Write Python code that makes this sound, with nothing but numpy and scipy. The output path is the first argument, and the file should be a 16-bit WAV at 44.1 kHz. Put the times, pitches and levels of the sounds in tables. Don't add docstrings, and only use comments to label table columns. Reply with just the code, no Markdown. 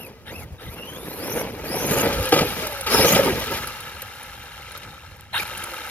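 import sys
import numpy as np
from scipy import signal
from scipy.fft import rfft, irfft
from scipy.io import wavfile
from scipy.ndimage import uniform_filter1d, map_coordinates

SR = 44100
rng = np.random.default_rng(int(sys.argv[2]) if len(sys.argv) > 2 else 0)


def int16_out(signal):
    q = np.round(np.clip(np.atleast_2d(signal).T, -1, 1) * 32767)
    wavfile.write(sys.argv[1], SR, q.astype(np.int16))


N = 260190
T = np.arange(N) / SR
BINS = np.fft.rfftfreq(N, 1 / SR)
CRUISE_HZ = 5000

# (t/s, mesh f/Hz)
PULL_REVS = [
    [(0, 2700), (.025, 2850), (.075, 2300)],
    [(.268, 1550), (.31, 1970), (.345, 2570), (.38, 2730), (.445, 2000)],
    [(.605, 1620), (.65, 2030), (.695, 2020), (.745, 2540)],
    [(.765, 2720), (.84, 2820), (1.17, 4250), (1.27, 5530), (1.375, 6300), (1.42, 5600)],
    [(1.65, 4100), (1.73, 5250), (1.93, 6770), (2.02, 6770)],
    [(2.875, 4400), (2.925, 5380), (2.99, 5110), (3.165, 7250)],
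    [(5.343, 850), (5.365, 1200), (5.39, 1720), (5.4, 2420), (5.432, 2300)],
]
# whine level/dB, rattle boost/dB, spray boost/dB, churn boost/dB
PULL_MIX = [(-26.5, -2, 14.5, 0.5), (-25, 0, 11.5, 1.5), (-29, 3, 13.5, 2.5), (-24, 1, 11.5, 4),
            (-26.5, 0, 6.5, -0.5), (-27, 4, 4, -1.5), (-26.5, 8, 19, 20)]
# start/s, end/s, from f/Hz, to f/Hz, bend (over 1 brakes late), hum level/dB
COASTS = [(0.145, 0.24, 1237, 1104, 0.89, -62), (0.491, 0.579, 1314, 1204, 1.36, -60),
          (1.483, 1.628, 3690, 3259, 1.16, -60), (2.053, 2.304, 6360, 5940, 2.17, -20.5),
          (2.604, 2.811, 7257, 6640, 0.93, -24), (3.168, 3.326, 6900, 2914, 2.4, -16.5),
          (3.7, 5.301, 2597, 606.8, 2.15, -64), (5.465, 5.811, 4420, 3857, 1.5, -44)]
# f/Hz, level/dB
DRY_HISS_EQ = [(1000, -22), (3000, -8), (5000, -5), (7000, -5), (8500, -8), (10500, 0), (13000, 0),
               (14500, 1), (15500, -12)]


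def amp(db):
    return 10 ** (np.asarray(db) / 20)


def unit(x):
    return x / np.sqrt(np.mean(x ** 2) + 1e-20)


def curve(points):
    return np.interp(T, *np.transpose(points))


def across(rows):
    hz, *columns = np.transpose(rows)
    return [np.interp(np.log(BINS + 1), np.log(hz), c) for c in columns]


def colour(x, eq):
    return irfft(rfft(x) * amp(across(eq)[0]), N)


def resonance(hz, width_hz):
    return 1 / (1 + 1j * (BINS ** 2 - hz ** 2) / (width_hz * BINS + 1e-9))


def wander(rate_hz):
    return unit(irfft(rfft(rng.standard_normal(N)) / (1 + (BINS / rate_hz) ** 4), N))


def grains(per_s, spread_db):
    size = amp(spread_db * np.minimum(rng.exponential(1, N), 4))
    return unit(size * rng.standard_normal(N) * (rng.random(N) < per_s / SR))


def held(start, end, attack_s, release_s):
    return np.clip((T - start) / attack_s + .5, 0, 1) * np.exp(-np.maximum(T - end, 0) / release_s)


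def swell(centre_s, half_s):
    return np.exp(-((T - centre_s) / half_s) ** 2)


def clumped(x, depth_db, span_hz, span_s):
    spectrogram = signal.stft(x, nperseg=512)[2]
    f, t = np.meshgrid(*map(np.fft.fftfreq, spectrogram.shape), indexing="ij")
    blur = np.exp(-(f * span_hz * 512 / SR) ** 2 - (t * span_s * SR / 256) ** 2)
    patches = unit(np.fft.ifft2(np.fft.fft2(rng.standard_normal(spectrogram.shape)) * blur).real)
    return unit(signal.istft(spectrogram * amp(depth_db * np.clip(patches, -2, 2)))[1][:N])


def flexed(x):
    lag_s = .0007 * wander(rate_hz=12)
    return map_coordinates(x, [(T + lag_s) * SR], mode="mirror")


def throttle(sizes, release_s=0.0089):
    return sum(size * held(rev[0][0], rev[-1][0], attack_s=.035, release_s=release_s)
               for size, rev in zip(sizes, PULL_REVS))


def motor_hz():
    points = [point for rev in PULL_REVS for point in rev]
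    progress = np.linspace(0, 1, num=8)
    for start, end, high, low, bend, _ in COASTS:
        points += zip(start + progress * (end - start), high + (low - high) * progress ** bend)
    return curve(sorted(points))


def ground():
    # touch/s, leave/s, dig
    contacts = [(-.1, 2.07, 1.197), (2.119, 2.64, 0.59), (1.269, 1.12, 1.14), (2.317, 2.604, 0.7),
                (2.901, 3.395, 1.037), (3.499, 3.515, 1.05)]
    digs = [dig * held(touch, leave, attack_s=.04, release_s=.17) for touch, leave, dig in contacts]
    return np.max(digs, axis=0)


def nearness(unity_m=3):
    # t/s, distance/m
    path = [(0, 17), (1, 19.5), (1.6, 9.22), (2, 3.77), (2.3, 2.86), (2.8, 4.5), (2.94, 1.47), (3.17, 2.46),
            (3.55, 1.57), (4, 2.7), (5.2, 2.74), (5.9, 2.27)]
    return unity_m / curve(path)


def rolling_gain(pull_db, free_db, octave_db, ground_db):
    speed_db = octave_db * np.log2(motor_hz() / CRUISE_HZ)
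    return nearness() * amp(free_db + speed_db + ground_db * ground() + throttle(pull_db))


def wind(calm_db=-42):
    # t/s, half length/s, level/dB
    gusts = [(0.37, 0.088, -36), (0.532, 0.017, -31), (0.684, 0.035, -30), (2.093, 0.62, -34.5),
             (2.195, 0.025, -21.5), (3.026, 0.056, -27), (3.305, 0.36, -35)]
    # f/Hz, level/dB
    rumble_eq = [(15, -37), (32, -27), (52, 1.5), (100, 0), (170, -8.5), (400, -18), (2000, -42)]
    level = amp(calm_db) + sum(amp(db) * swell(s, half_s) for s, half_s, db in gusts)
    buffeting = amp(-6 + 2 * wander(rate_hz=6.6))
    return level * buffeting * unit(colour(rng.standard_normal(N), rumble_eq))


def stubble(decay_s=0.0014):
    # t/s, level/dB
    snaps = [(5.168, -44), (5.209, -33.5)]
    envelope = sum(amp(db) * (T >= s) * np.exp(-abs(T - s) / decay_s) for s, db in snaps)
    return envelope * unit(colour(rng.standard_normal(N), DRY_HISS_EQ))


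def pings(t60_s=0.024, attack_s=0.0037):
    # t/s, relative level/dB, f/Hz
    strikes = [(2.226, -23, 11800), (2.254, -20, 10500), (2.289, -19, 12000), (2.668, -17, 14720),
               (2.8088, -19, 10800), (3.3964, -21.5, 11500), (3.441, -24, 14780), (3.572, -23.5, 11400),
               (4.717, -32, 10040), (3.6706, -21.5, 11240), (3.8036, -28, 10470), (4.0183, -21.5, 11900),
               (4.229, -30.5, 10280), (4.7738, -28, 11440), (5.5751, -22.5, 10300), (5.6371, -20, 9700)]
    out, t = np.zeros(N), np.arange(4096) / SR
    for s, db, hz in strikes:
        envelope = amp(db - 60 * t / t60_s) * (1 - np.exp(-t / attack_s))
        ping = envelope * (np.sin(2 * np.pi * hz * t) + rng.standard_normal(len(t)))
        slot = out[round(s * SR):][:len(t)]
        slot += ping[:len(slot)]
    return amp(5) * out


def spray(bumps):
    soil = grains(per_s=7000, spread_db=1) * amp(1.5 * bumps + 4.4 * wander(rate_hz=50))
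    hiss = unit(colour(soil, DRY_HISS_EQ))
    grit_spectrum = sum(rfft(grains(per_s=200, spread_db=2)) / (1 + 1j * (BINS - hz) / 200) ** 2
                        for hz in np.linspace(9500, 14500, num=12))
    tinkle = amp(4.5) * unit(irfft(grit_spectrum, N))
    shower = clumped(hiss + tinkle, depth_db=2, span_hz=1200, span_s=0.04)
    boosts_db = [db for _, _, db, _ in PULL_MIX]
    return shower * rolling_gain(boosts_db, free_db=-45, octave_db=8.2, ground_db=7.53)


def tyres(bumps):
    # f/Hz, level/dB
    churn_eq = [(25, -49), (90, -8.5), (160, -2), (270, -1.5), (360, -2.5), (490, 2), (590, -4), (710, -10),
                (860, -6.5), (1100, -13.5), (2500, -16), (8000, -48)]
    slaps = grains(per_s=2500, spread_db=-0.5) * amp(bumps)
    churn = clumped(flexed(colour(slaps, churn_eq)), depth_db=3, span_hz=300, span_s=.035)
    boosts_db = [db for *_, db in PULL_MIX]
    return churn * rolling_gain(boosts_db, free_db=-54, octave_db=7.37, ground_db=28.18)


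def chassis(clicks):
    # f/Hz, width/Hz, level/dB
    modes = [(547, 70, 1), (885, 63, 6), (1267, 88, 7.5), (1617, 110, 2), (2000, 57, 1.5), (2360, 78, 4.5),
             (2870, 870, -1.5), (3880, 110, -4.5)]
    # f/Hz, level/dB
    click_eq = [(100, -41), (300, -59), (700, -37), (1100, -27), (2000, -11.5), (4100, -43), (4900, -5),
                (9000, -23), (14000, -17)]
    ring = sum(amp(db) * resonance(hz, width) for hz, width, db in modes)
    return irfft(rfft(clicks) * (ring + amp(across(click_eq)[0])), N)


def axles(per_s, spread_db):
    # f/Hz, width/Hz, level/dB
    modes = [(537, 98, 0), (829, 85, 1.5), (949, 54, -1.5), (1305, 84, 7), (1360, 170, -1), (1590, 71, 2.5),
             (1712, 60, 2.5), (2090, 195, -0.5), (2356, 144, -2), (2764, 136, 1), (3136, 140, -2),
             (3724, 91, 0), (4166, 125, -3.5)]
    # f/Hz, level/dB
    leak_eq = [(280, -3), (500, 1), (690, -4), (850, 2.5), (1050, -3), (1270, -1), (4500, 0.5), (5100, 8.5),
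               (8000, 8), (14000, 0.5)]
    rings = sum(rfft(grains(per_s, spread_db)) * amp(db) * resonance(hz, width) for hz, width, db in modes)
    return unit(colour(irfft(rings, N), leak_eq))


def rattle(bumps):
    # t/s, half length/s, boost/dB
    flops = [(3.58, 0.014, 4), (3.636, 0.015, 3), (4.691, 0.01, 4), (4.759, 0.028, 7), (4.839, 0.015, 6.5)]
    knocks = flexed(chassis(grains(per_s=7000, spread_db=1.5) * amp(1.1 * bumps)))
    clatter = clumped(knocks, depth_db=3, span_hz=500, span_s=.03)
    flop_db = sum(db * swell(s, half_s) for s, half_s, db in flops)
    chatter = axles(per_s=360, spread_db=1.3) * amp(0.31 * bumps + flop_db)
    airborne = np.clip(1 - ground(), 0, 1)
    blend = np.sqrt(1 - airborne) * clatter + np.sqrt(airborne) * chatter
    boosts_db = [db for _, db, _, _ in PULL_MIX]
    return blend * rolling_gain(boosts_db, free_db=-34, octave_db=5.67, ground_db=4.6)


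def judder():
    # start/s, end/s, level/dB
    bursts = [(0.263, 0.306, -25.5), (0.589, 0.69, -30.5), (5.337, 5.383, -24.5)]
    # f/Hz, level/dB
    judder_eq = [(550, -16), (800, -2), (1500, 3), (2500, 3.5), (3900, 11), (5200, -28), (9000, 7)]
    level = sum(amp(db) * held(start, end, attack_s=0.023, release_s=0.011) for start, end, db in bursts)
    hammer = axles(per_s=170, spread_db=0.5)
    return level * nearness() * unit(colour(hammer, judder_eq))


def crunches(attack_s=0.0024):
    # t/s, level/dB, 40 dB
    # decay/s, crack trim/dB
    hits = [(2.124, -18.5, 0.11, -11.5), (2.321, -8, 0.05, -9), (2.337, -9.5, 0.094, -14.5),
            (2.362, -8, 0.06, -19), (2.375, -15.5, 0.054, -11), (2.388, -14.5, 0.036, -8),
            (2.407, -6, 0.1, -21.5), (2.863, -24, 0.11, -2), (2.994, -1, 0.054, -23),
            (3.044, -4.5, 0.057, -16), (3.157, -10, 0.067, -10.5), (3.537, -24.5, 0.13, -6.5)]
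    # f/Hz, level/dB
    thud_eq = [(25, -21), (150, 6.5), (330, 5.5), (520, 12), (760, -1.5), (1100, -12), (3000, -74),
               (9000, -55)]
    thud_level, crack_level = np.zeros((2, N))
    for s, db, decay_s, crack_db in hits:
        age = np.maximum(T - s, 0)
        force = amp(db - 40 * age / decay_s) * (1 - np.exp(-age / attack_s))
        thud_level += force
        crack_level += force * amp(crack_db)
    thud = np.tanh(0.55 * unit(colour(rng.standard_normal(N), thud_eq)))
    crack = amp(7) * unit(chassis(rng.standard_normal(N)))
    return thud_level * thud + crack_level * crack


def slams(attack_s=.0075):
    # t/s, peak level/dB
    hits = [(2.3231, -1.5), (2.4225, -11), (3.05, -9.5), (3.161, -15)]
    # f/Hz, level/dB, t60/s
    modes = [(314, -3.5, 0.048), (474, 1.5, 0.057), (775, -3.5, 0.055), (1200, -12, 0.054)]
    out, t = np.zeros(N), np.arange(4096) / SR
    attack = np.sin(np.pi / 2 * np.minimum(t / attack_s, 1)) ** 2
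    boom = attack * sum(amp(db - 60 * t / t60) * np.sin(2 * np.pi * hz * t) for hz, db, t60 in modes)
    for s, db in hits:
        out[round(s * SR):][:len(t)] += amp(db) * boom / abs(boom).max()
    return out


def rotor_hum(pinion_teeth, jitter=0.00502, flutter_db=2.5):
    coasting = sum(amp(db) * held(start, end, attack_s=0.076, release_s=0.0083)
                   for start, end, *_, db in COASTS)
    driven = amp(-25) * throttle(np.ones(len(PULL_REVS))) * (motor_hz() / CRUISE_HZ) ** 2
    waver = 1 + jitter * (1 + 15 * ground()) * wander(rate_hz=68.9)
    phase = 2 * np.pi * np.cumsum(motor_hz() / pinion_teeth * waver) / SR
    flutter = amp(-11 + flutter_db * wander(rate_hz=22))
    return (coasting + driven) * flutter * nearness() * np.sqrt(2) * np.sin(phase)


def gear_whine(pinion_teeth, jitter=0.018, harmonics_db=(0, -12, -17), wobble=0.094, axle_ratio=.39):
    # f/Hz, level/dB
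    gearbox_eq = [(700, -2), (1900, -5.5), (2350, -6), (2800, -1), (3200, -4.5), (3600, -11), (4200, -14.5),
                  (5250, -4), (5650, -6.5), (6250, -2.5), (6850, -5), (7500, -30), (8500, -20.5),
                  (10500, 3.5), (14000, 4), (17000, -60)]
    hz = motor_hz()
    speed = hz / hz.max()
    racing = speed ** 4
    strain = np.clip(uniform_filter1d(np.gradient(np.log(hz)), size=900) * SR / 12, 0, 1)
    flicker_db = (3.6 + 1.8 * racing) * wander(rate_hz=45)
    level = throttle([amp(db) for db, *_ in PULL_MIX], release_s=0.0025) * nearness() * amp(flicker_db)
    waver = 1 + jitter * np.sqrt(hz / CRUISE_HZ) * wander(rate_hz=71)
    phase = 2 * np.pi * np.cumsum(hz * waver) / SR
    press = 1 + wobble * speed * (wander(rate_hz=11) + 1) * np.cos(phase / pinion_teeth)
    rough = np.clip(.38 + .8 * racing + .25 * strain, 0, .9)
    skirt_hz = 130 + 600 * racing + 110 * strain
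    playhead = np.cumsum(skirt_hz) / 1000
    mesh = np.zeros(N)
    for k, db in enumerate(harmonics_db, 1):
        noise_cos, noise_sin = (np.interp(k * playhead, np.arange(N), wander(rate_hz=1000), period=N)
                                for _ in range(2))
        skirt = noise_cos * np.cos(k * phase) + noise_sin * np.sin(k * phase)
        tone = (1 - rough) * np.cos(k * phase) + rough * skirt
        tone /= np.sqrt((1 - rough) ** 2 / 2 + rough ** 2)
        bite_db = 10 * strain * np.log(k)
        radiated_db = np.interp(k * hz, *np.transpose(gearbox_eq))
        mesh += amp(db + bite_db + radiated_db) * tone
    axle_tone = amp(-10) * speed * (1 + 0.26 * wander(rate_hz=73)) * np.cos(axle_ratio * phase)
    return level * press * (mesh + axle_tone)


def stereo_image(direct, shared, scattered, ahead_share=0.51):
    # f/Hz, left phase lead/rad, coherence, left minus right/dB
    width = [(60, 0, .9, 0), (500, .3, .96, -.8), (1100, .55, .85, 1.2), (2300, 1.1, .75, .3),
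             (3800, 2.3, .65, 4), (5100, 2.5, .55, 4), (6400, 2.8, .5, 0), (8200, 3.1, .9, .3),
             (9700, 1.7, .62, -1), (11300, 0, .95, 0), (12800, -.2, .93, 0), (13800, -1.7, .85, 0),
             (14500, -2.5, .8, 0)]
    # t/s, crossfade 0-1
    settling = [(3.0, 0), (4.2, 0.52)]
    lead, coherence, balance_db = across(width)
    mid = rfft(direct) + np.sqrt((1 + coherence) / 2) * rfft(shared)
    side = np.sqrt((1 - coherence) / 2) * rfft(scattered)
    tilts = (amp(balance_db / 2) * np.exp(.5j * lead * share) for share in (1, ahead_share))
    aside, ahead = (irfft(np.array([(mid + side) * tilt, (mid - side) / tilt]), N) for tilt in tilts)
    return aside + curve(settling) * (ahead - aside)


def scene(pinion_teeth=12):
    bumps = unit(wander(rate_hz=20.3) + 0.13 * wander(rate_hz=87))
    shared, scattered = (
        gear_whine(pinion_teeth) + rattle(bumps) + judder() + tyres(bumps) + spray(bumps) + wind()
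        for _ in range(2))
    direct = rotor_hum(pinion_teeth) + slams() + crunches() + pings() + stubble()
    return stereo_image(direct, shared, scattered)


def record(dry):
    lowpass = signal.firwin(301, cutoff=15800, window=("kaiser", 9), fs=SR)
    return signal.oaconvolve(dry, lowpass[None], "same")


dry = scene()
out = record(dry)
int16_out(out)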